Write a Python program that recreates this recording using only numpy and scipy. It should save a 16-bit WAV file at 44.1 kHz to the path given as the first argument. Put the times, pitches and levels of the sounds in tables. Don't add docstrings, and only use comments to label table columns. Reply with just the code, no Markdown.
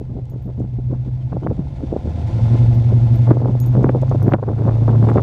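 import sys
import numpy as np
from scipy import signal
from scipy.fft import rfft, irfft
from scipy.io import wavfile

SR = 44100
rng = np.random.default_rng(int(sys.argv[2]) if len(sys.argv) > 2 else 0)


def dump(signal):
    limited = np.clip(np.atleast_2d(signal).T, -1, 1)
    pcm = np.round(limited * 32767).astype(np.int16)
    wavfile.write(sys.argv[1], SR, pcm)


def ratio(d):
    e = np.asarray(d, float) / 20
    return 10 ** e


N = 230241


def in_time(rows):
    s, *columns = np.transpose(rows)
    return [np.interp(np.arange(N) / SR, s, c) for c in columns]


def at_hz(points, hz):
    point_hz, point_db = np.array(points).T
    return np.interp(np.log(hz), np.log(point_hz), point_db)


def rms_one(x):
    return x / np.sqrt(np.mean(x ** 2) + 1e-20)


def drift(rate_hz):
    r = np.exp(-2 * np.pi * rate_hz * 20 / SR)
    settle = 4000
    slow = signal.lfilter([1], [1, -2 * r, r * r], rng.standard_normal(N // 20 + settle + 2))[settle:]
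    return np.interp(np.arange(N) / 20, np.arange(len(slow)), rms_one(slow))


def coloured(spectrum):
    hz = np.maximum(np.fft.rfftfreq(N, 1 / SR), 1)
    inside = (hz >= spectrum[0][0]) & (hz <= spectrum[-1][0])
    return rms_one(irfft(rfft(rng.standard_normal(N)) * ratio(at_hz(spectrum, hz)) * inside, N))


def band(x, low_hz, high_hz, order=2):
    return signal.sosfilt(signal.butter(order, [low_hz, high_hz], "band", fs=SR, output="sos"), x)


def resonant(spectrum, peaks):
    out = coloured(spectrum)
    for hz, width, peak_db in peaks:
        narrow = band(rng.standard_normal(N), hz - width / 2, hz + width / 2)
        out = out + ratio(peak_db) * rms_one(narrow)
    return out


def struck(times, levels_db):
    clicks = np.zeros(N)
    clicks[np.round(times * SR).astype(int)] = ratio(levels_db)
    return clicks


def ring(clicks, hz, t60):
    r = ratio(-60 / (t60 * SR))
    w = 2 * np.pi * hz / SR
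    return signal.lfilter([0, np.sin(w)], [1, -2 * r * np.cos(w), r * r], clicks + 1e-18)


# (start [s], end [s], start pitch [Hz], end pitch [Hz], level [dB])
BIRD_CHIRPS = [
    (1.09, 1.115, 3700, 4200, -69),
    (1.2, 1.235, 3350, 2930, -62),
    (1.325, 1.35, 2750, 2480, -62),
    (1.42, 1.47, 2930, 3200, -61),
]


def bird():
    t, out = np.arange(N) / SR, 0
    for s, end, hz, end_hz, db in BIRD_CHIRPS:
        along = np.clip((t - s) / (end - s), 0, 1)
        phase = 2 * np.pi * np.cumsum(hz + (end_hz - hz) * along) / SR
        out = out + ratio(db) * np.sin(np.pi * along) * np.sin(phase)
    return out


# (time [s], peak level [dB])
STRAP_TICKS = [
    (0.2543, -35),
    (0.5983, -34),
    (0.61, -38),
    (3.768, -33.5),
    (3.8323, -29),
    (4.0163, -25),
    (4.095, -25),
    (5.0917, -27),
    (5.1031, -29.5),
    (5.1393, -27),
]


def ticks():
    s, peak_db = np.transpose(STRAP_TICKS)
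    fade = np.exp(-1 / (0.0022 * SR))
    puffs = signal.lfilter([1], [1, -fade], struck(s, peak_db) + 1e-18)
    return puffs * rms_one(band(rng.standard_normal(N), 2500, 7800)) * ratio(-21.0)


# (time [s], peak level [dB], low ring level [dB], second tag level [dB])
TAG_HITS = [
    (.299, -57, -7, -30),
    (.425, -64, -12, -30),
    (.457, -66, -12, -30),
    (2.745, -58, -30, -30),
    (3.156, -53, -30, -30),
    (3.602, -38, -5, -20),
    (3.662, -46, -9, -12),
    (3.9, -67, -20, -30),
    (4.228, -50, -30, 0),
    (4.285, -55, -30, -20),
]
# (pitch [Hz], level [dB], t60 [s])
TAG_MODES = [(6694, -4, .2), (6712, -4, .2), (11970, 0, .1), (11982, -14, .25), (14670, -17, .13)]
# (pitch [Hz], level [dB], t60 [s])
SECOND_TAG_MODES = [(6105, 0, .04), (4450, -12, .04), (8970, -14, .04)]


def collar():
    s, peak_db, low_db, second_db = np.transpose(TAG_HITS)
    out = ratio(22.5) * band(struck(s, peak_db), 3800, 12000)
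    for k, (hz, db, t60) in enumerate(TAG_MODES):
        sign = -1 if k == 1 else 1
        out += sign * ring(struck(s, peak_db + db + low_db * (k < 2)), hz, t60)
    for hz, db, t60 in SECOND_TAG_MODES:
        out += ring(struck(s, peak_db + db + second_db), hz, t60)
    return out


# (frequency [Hz], density [dB per Hz])
HISS_SPECTRUM = [(1200, -4), (1400, -6), (2100, -2.5), (2830, -6), (3590, -7), (6000, -13), (9300, -23),
                 (12000, -32), (15500, -53)]
# (frequency [Hz], width [Hz], level [dB])
BAY_RESONANCES = [(1700, 80, -14), (2110, 130, -11), (2600, 120, -17), (3550, 220, -12), (4500, 200, -19)]
# (frequency [Hz], density [dB per Hz])
ROAR_SPECTRUM = [(140, 4.5), (200, 8.5), (330, 3.5), (420, -11), (520, 0), (860, -4.5), (1000, -19),
                 (1300, -26.5), (1800, -51.5)]
# (frequency [Hz], width [Hz], level [dB])
PANEL_RESONANCES = [(340, 30, -9), (520, 40, -12), (690, 50, -12), (860, 60, -14), (1030, 50, -20),
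                    (1400, 90, -24)]
# (frequency [Hz], density [dB per Hz])
RUMBLE_SPECTRUM = [(18, -14), (30, -10), (50, 0), (75, 0), (100, -4), (150, -9), (220, -24)]


def rolling(turns, hiss_db):
    effort_db = hiss_db + 53
    throb_db = 0.46 * np.sin(2 * np.pi * turns) + 0.72 * np.sin(2 * np.pi * 10 * turns)
    roar_db = -37 + 1.07 * effort_db
    rumble_db = -29.5 + 0.36 * effort_db
    hiss = ratio(hiss_db + throb_db + 1.1 * drift(41)) * resonant(HISS_SPECTRUM, BAY_RESONANCES)
    roar = ratio(roar_db + 4.4 * throb_db + 0.6 * drift(50)) * resonant(ROAR_SPECTRUM, PANEL_RESONANCES)
    rumble = ratio(rumble_db + 0.6 * drift(0.68)) * coloured(RUMBLE_SPECTRUM)
    return hiss + roar + rumble


def eddy(t, hz, turn):
    return np.real(np.exp(2j * np.pi * turn) / (1 - 2j * np.pi * hz * t / 3) ** 4)


# (start [s], length [s], strength [dB])
WIND_GUSTS = [(0.098, 0.083, -22), (0.323, .02, -22.5), (0.458, 0.047, -21), (.58, .065, -20),
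              (.725, 0.068, -30.5), (.9, 0.052, -18.5), (1.062, 0.023, -21), (1.327, 0.051, -18.5),
              (1.422, 0.1, -15.5), (1.58, 0.032, -18.5), (1.799, 0.044, -16.5), (1.911, 0.049, -14),
              (2.049, 0.044, -16.5), (2.531, 0.026, -16), (2.917, 0.024, -16), (3.272, .095, -9.5),
              (3.399, 0.12, -10), (3.75, .125, -9.5), (3.937, 0.038, -13), (4.02, 0.027, -20),
              (4.104, .055, -19), (4.219, .08, -12.5), (4.315, .045, -5.5), (4.478, 0.052, -7.5),
              (4.578, 0.063, -12.5), (4.66, 0.052, -8), (4.73, .12, -18), (4.878, .08, -13.5),
              (5.02, 0.12, -10), (5.15, 0.037, -5.5)]


def wind(rate):
    t = np.arange(N) / SR
    rise_db_per_s, fall_db_per_s = 903, 503.5
    level_db = -39 + 17 * np.log2(rate / rate[0])
    for s, length, db in WIND_GUSTS:
        before, after = np.maximum(s - t, 0), np.maximum(t - s - length, 0)
        off_db = rise_db_per_s * before + fall_db_per_s * after
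        level_db = np.maximum(level_db, db - 7 - off_db)
    return level_db


# (frequency [Hz], density [dB per Hz])
BUFFET_SPECTRUM = [(40, -14), (90, 29), (160, -4.5), (370, 0.5), (860, -21.5), (1400, -24), (2900, -52),
                   (5000, -48)]


def buffeting(wind_db, rate):
    born = rng.random(N) < 420 * ratio(4.0 * drift(30)) / SR
    sizes = born * ratio(wind_db + 3.1 * np.minimum(rng.exponential(1, N), 3))
    centres = np.geomspace(120, 750, 8)
    dealt = rng.integers(0, 8, N)
    t = np.arange(-1024, 1025) / SR
    tilt_db = 9 - 6 * np.log2(rate / rate[0])
    swarm = np.zeros(N)
    for k, hz in enumerate(centres):
        pulses = signal.oaconvolve(sizes * (dealt == k), eddy(t, hz, rng.random()), "same")
        swarm += ratio(-tilt_db * np.log2(hz / 200)) * pulses
    low = ratio(wind_db - 14 + 0.4 * drift(26)) * coloured(BUFFET_SPECTRUM)
    return ratio(-3.5) * swarm + low


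def shed(rate):
    gap_s, eddies = .009, []
    for (s, length, db), lucks in zip(WIND_GUSTS, rng.random((len(WIND_GUSTS), 20, 3))):
        faster = (rate[int(s * SR)] / rate[0]) ** 0.9
        for k, (late, weak, narrow) in enumerate(lucks):
            after = gap_s * (k + late)
            if after < length:
                peak_db = db - 5.5 - 10.5 * (weak - .5)
                eddies.append((s + after, peak_db, 130 * 2 ** (1.11 * narrow) * faster, -8.5))
    return eddies


# (time [s], peak level [dB], centre [Hz],
# companions level [dB])
SINGLE_EDDIES = [(0.016, -19, 264, 0.5), (0.189, -16.5, 280, -8), (0.362, -20, 250, -16),
                 (0.605, -12, 267, -11.5), (0.789, -20, 260, -2), (0.93, -13.5, 220, -5.5),
                 (1.369, -11, 374.4, -13), (1.466, -8, 386, -37), (1.512, -10, 288, -4.5),
                 (1.595, -13.5, 156.9, 2), (1.929, -16, 260, 8), (1.965, -5, 324, -15),
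                 (2.927, -11.5, 224, -4), (3.292, -16.5, 449.8, -11.5), (3.314, 3, 230.7, -6.5),
                 (3.371, -5, 396.7, -18), (3.458, -6, 450, -16), (3.553, -12, 377.5, -16),
                 (3.781, -9, 264.4, -3.5), (3.846, 2, 223.1, -13.5), (3.896, -4, 378.3, -2.5),
                 (3.951, -7, 310, 1), (4.031, -16, 392, 5.5), (4.115, -9, 449.3, -4.5),
                 (4.151, -9, 310, -3.5), (4.281, 0, 254.3, -5), (4.339, 0.5, 298.5, -7),
                 (4.428, -5, 327, 1.5), (4.95, -10.5, 220.8, -3.5), (5.173, -8, 373.6, -6.5),
                 (0.168, -23, 333, -20), (0.492, -29, 380, -20), (1.434, -23, 480, -7),
                   (4.293, -14.5, 615, -17), (5.028, -12.5, 593, -16), (5.116, -12.5, 617.3, -14),
                   (1.33, -16.5, 497, -6.5), (1.471, -12.5, 740, -20), (3.31, -5, 562.4, -8),
                   (3.404, -23, 600, -20), (3.485, -14.5, 420, -15), (3.844, -9, 799, -15),
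                   (3.893, -10, 950, -13), (4.281, -19, 900, -30), (4.322, -8.5, 807, -24),
                   (4.337, -8.5, 1380, -31), (4.344, -6.5, 580, 2.5), (4.358, -26, 690, -58),
                   (4.388, -11.5, 443, -1.5), (4.434, -16, 526, 3), (4.489, -8.5, 580, -13),
                   (4.589, -24.5, 521.6, 4.5), (4.69, -17, 585, 3), (4.882, -7.5, 499.7, -4),
                   (4.893, -16, 705, -9), (4.953, -22, 549.6, -2), (5.04, -24, 543, 4),
                   (5.091, -15, 651, 3.5), (5.179, -10.5, 660, -1), (5.2, -19.5, 524, 5.5)]


def pops(rate):
    half = 1024
    out, t = np.zeros(N + SR), np.arange(-half, half + 1) / SR
    events = SINGLE_EDDIES + shed(rate)
    for (s, peak_db, hz, trail_db), luck in zip(events, rng.random((600, 16))):
        burst = eddy(t, hz, luck[0])
        for turn, lag, narrow in luck[1:].reshape(5, 3):
            companion = eddy(t - .017 * (lag - .4), hz * (.7 + .8 * narrow), turn)
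            burst = burst + ratio(trail_db - 5) * companion
        at = round(s * SR)
        out[at:at + len(t)] += ratio(peak_db) * burst
    return out[half:N + half]


ORDERS = np.arange(4, 19)
ORDER_LEVELS = [-4, -12, -3, -16, -30, -18, 0, -6, -18, -24, -7, -14, 0, -24, -20]
# (frequency [Hz], level [dB])
PIPE_RESONANCE = [(30, -22), (62, -19), (80, -20), (94, -17), (106, -8), (116, 0), (128, -3), (142, -11),
                  (165, -27), (260, -45)]
# (firing rate [Hz], level [dB])
FIRING_THUD = [(60, -11), (66, -16.5), (76, -5), (84, -11), (94, -14), (99, -22), (106, -4), (113, 0)]


def exhaust(turns, rate, load_db):
    firing_db = load_db + at_hz(FIRING_THUD, 8 * rate)
    boom = ratio(firing_db) * np.sin(2 * np.pi * 8 * turns)
    for k, order_db in zip(ORDERS, ORDER_LEVELS):
        phase = 2 * np.pi * (k * turns + rng.random()) + .12 * drift(3)
        level_db = load_db + order_db + at_hz(PIPE_RESONANCE, k * rate) + .8 * drift(5)
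        boom += ratio(level_db) * np.sin(phase)
    overtones = band(.55 * boom ** 2 + .5 * boom ** 3, 200, 400)
    return boom + overtones


# (time [s], full cycles [per s])
ENGINE_SPEED = [(0, 7.8), (.3, 7.97), (.75, 7.67), (1.05, 7.9), (1.25, 7.93), (2.0, 9.42), (2.2, 10.06),
                (2.4, 11.23), (2.58, 11.73), (3.1, 11.74), (3.8, 12.31), (4.2, 13.2), (4.65, 14.04),
                (4.9, 14.18), (5.22, 14.16)]
# (time [s], exhaust load [dB], effort as engine bay hiss [dB])
ENGINE_WORK = [(0, -25, -67), (.5, -22, -67), (.8, -17, -66), (1.25, -17.5, -63), (1.6, -19.5, -61),
               (2, -19, -57), (2.28, -12, -52), (2.56, -8.5, -49), (2.8, -8.5, -53), (3.3, -8, -53),
               (3.75, -8.5, -55.5), (4.2, -9.5, -55.5), (4.4, -10, -54.5), (4.75, -12, -55), (5, -7, -54),
               (5.22, -14, -53)]


def scene():
    (rate,) = in_time(ENGINE_SPEED)
    load_db, hiss_db = in_time(ENGINE_WORK)
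    turns = np.cumsum(rate) / SR
    small = bird() + ticks() + collar()
    air = buffeting(wind(rate), rate) + pops(rate)
    car = rolling(turns, hiss_db) + exhaust(turns, rate, load_db)
    return (small + air + car)[None]


def roll_off(x):
    return signal.sosfilt(signal.butter(12, 15820, fs=SR, output="sos"), x)


# (time [s], depth [dB], recovery [dB per s])
GAIN_DUCKS = [
    (3.318, 5, 12),
    (3.85, 2.5, 15),
    (4.284, 2.5, 30),
    (4.345, 11, 32),
]


def record(dry):
    t, duck_db = np.arange(N) / SR, 0
    for s, depth_db, recovery in GAIN_DUCKS:
        onset = np.clip((t - s) / 0.0075, 0, 1)
        duck_db = duck_db + np.maximum(depth_db - recovery * (t - s), 0) * onset
    x = dry * ratio(-duck_db)
    x = x / (1 + x ** 6) ** (1 / 6)
    preamp_hiss = ratio(-72) * signal.lfilter([.3], [1, -.7], rng.standard_normal(N))
    return roll_off(x + preamp_hiss)


dry = scene()
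out = record(dry)
dump(out)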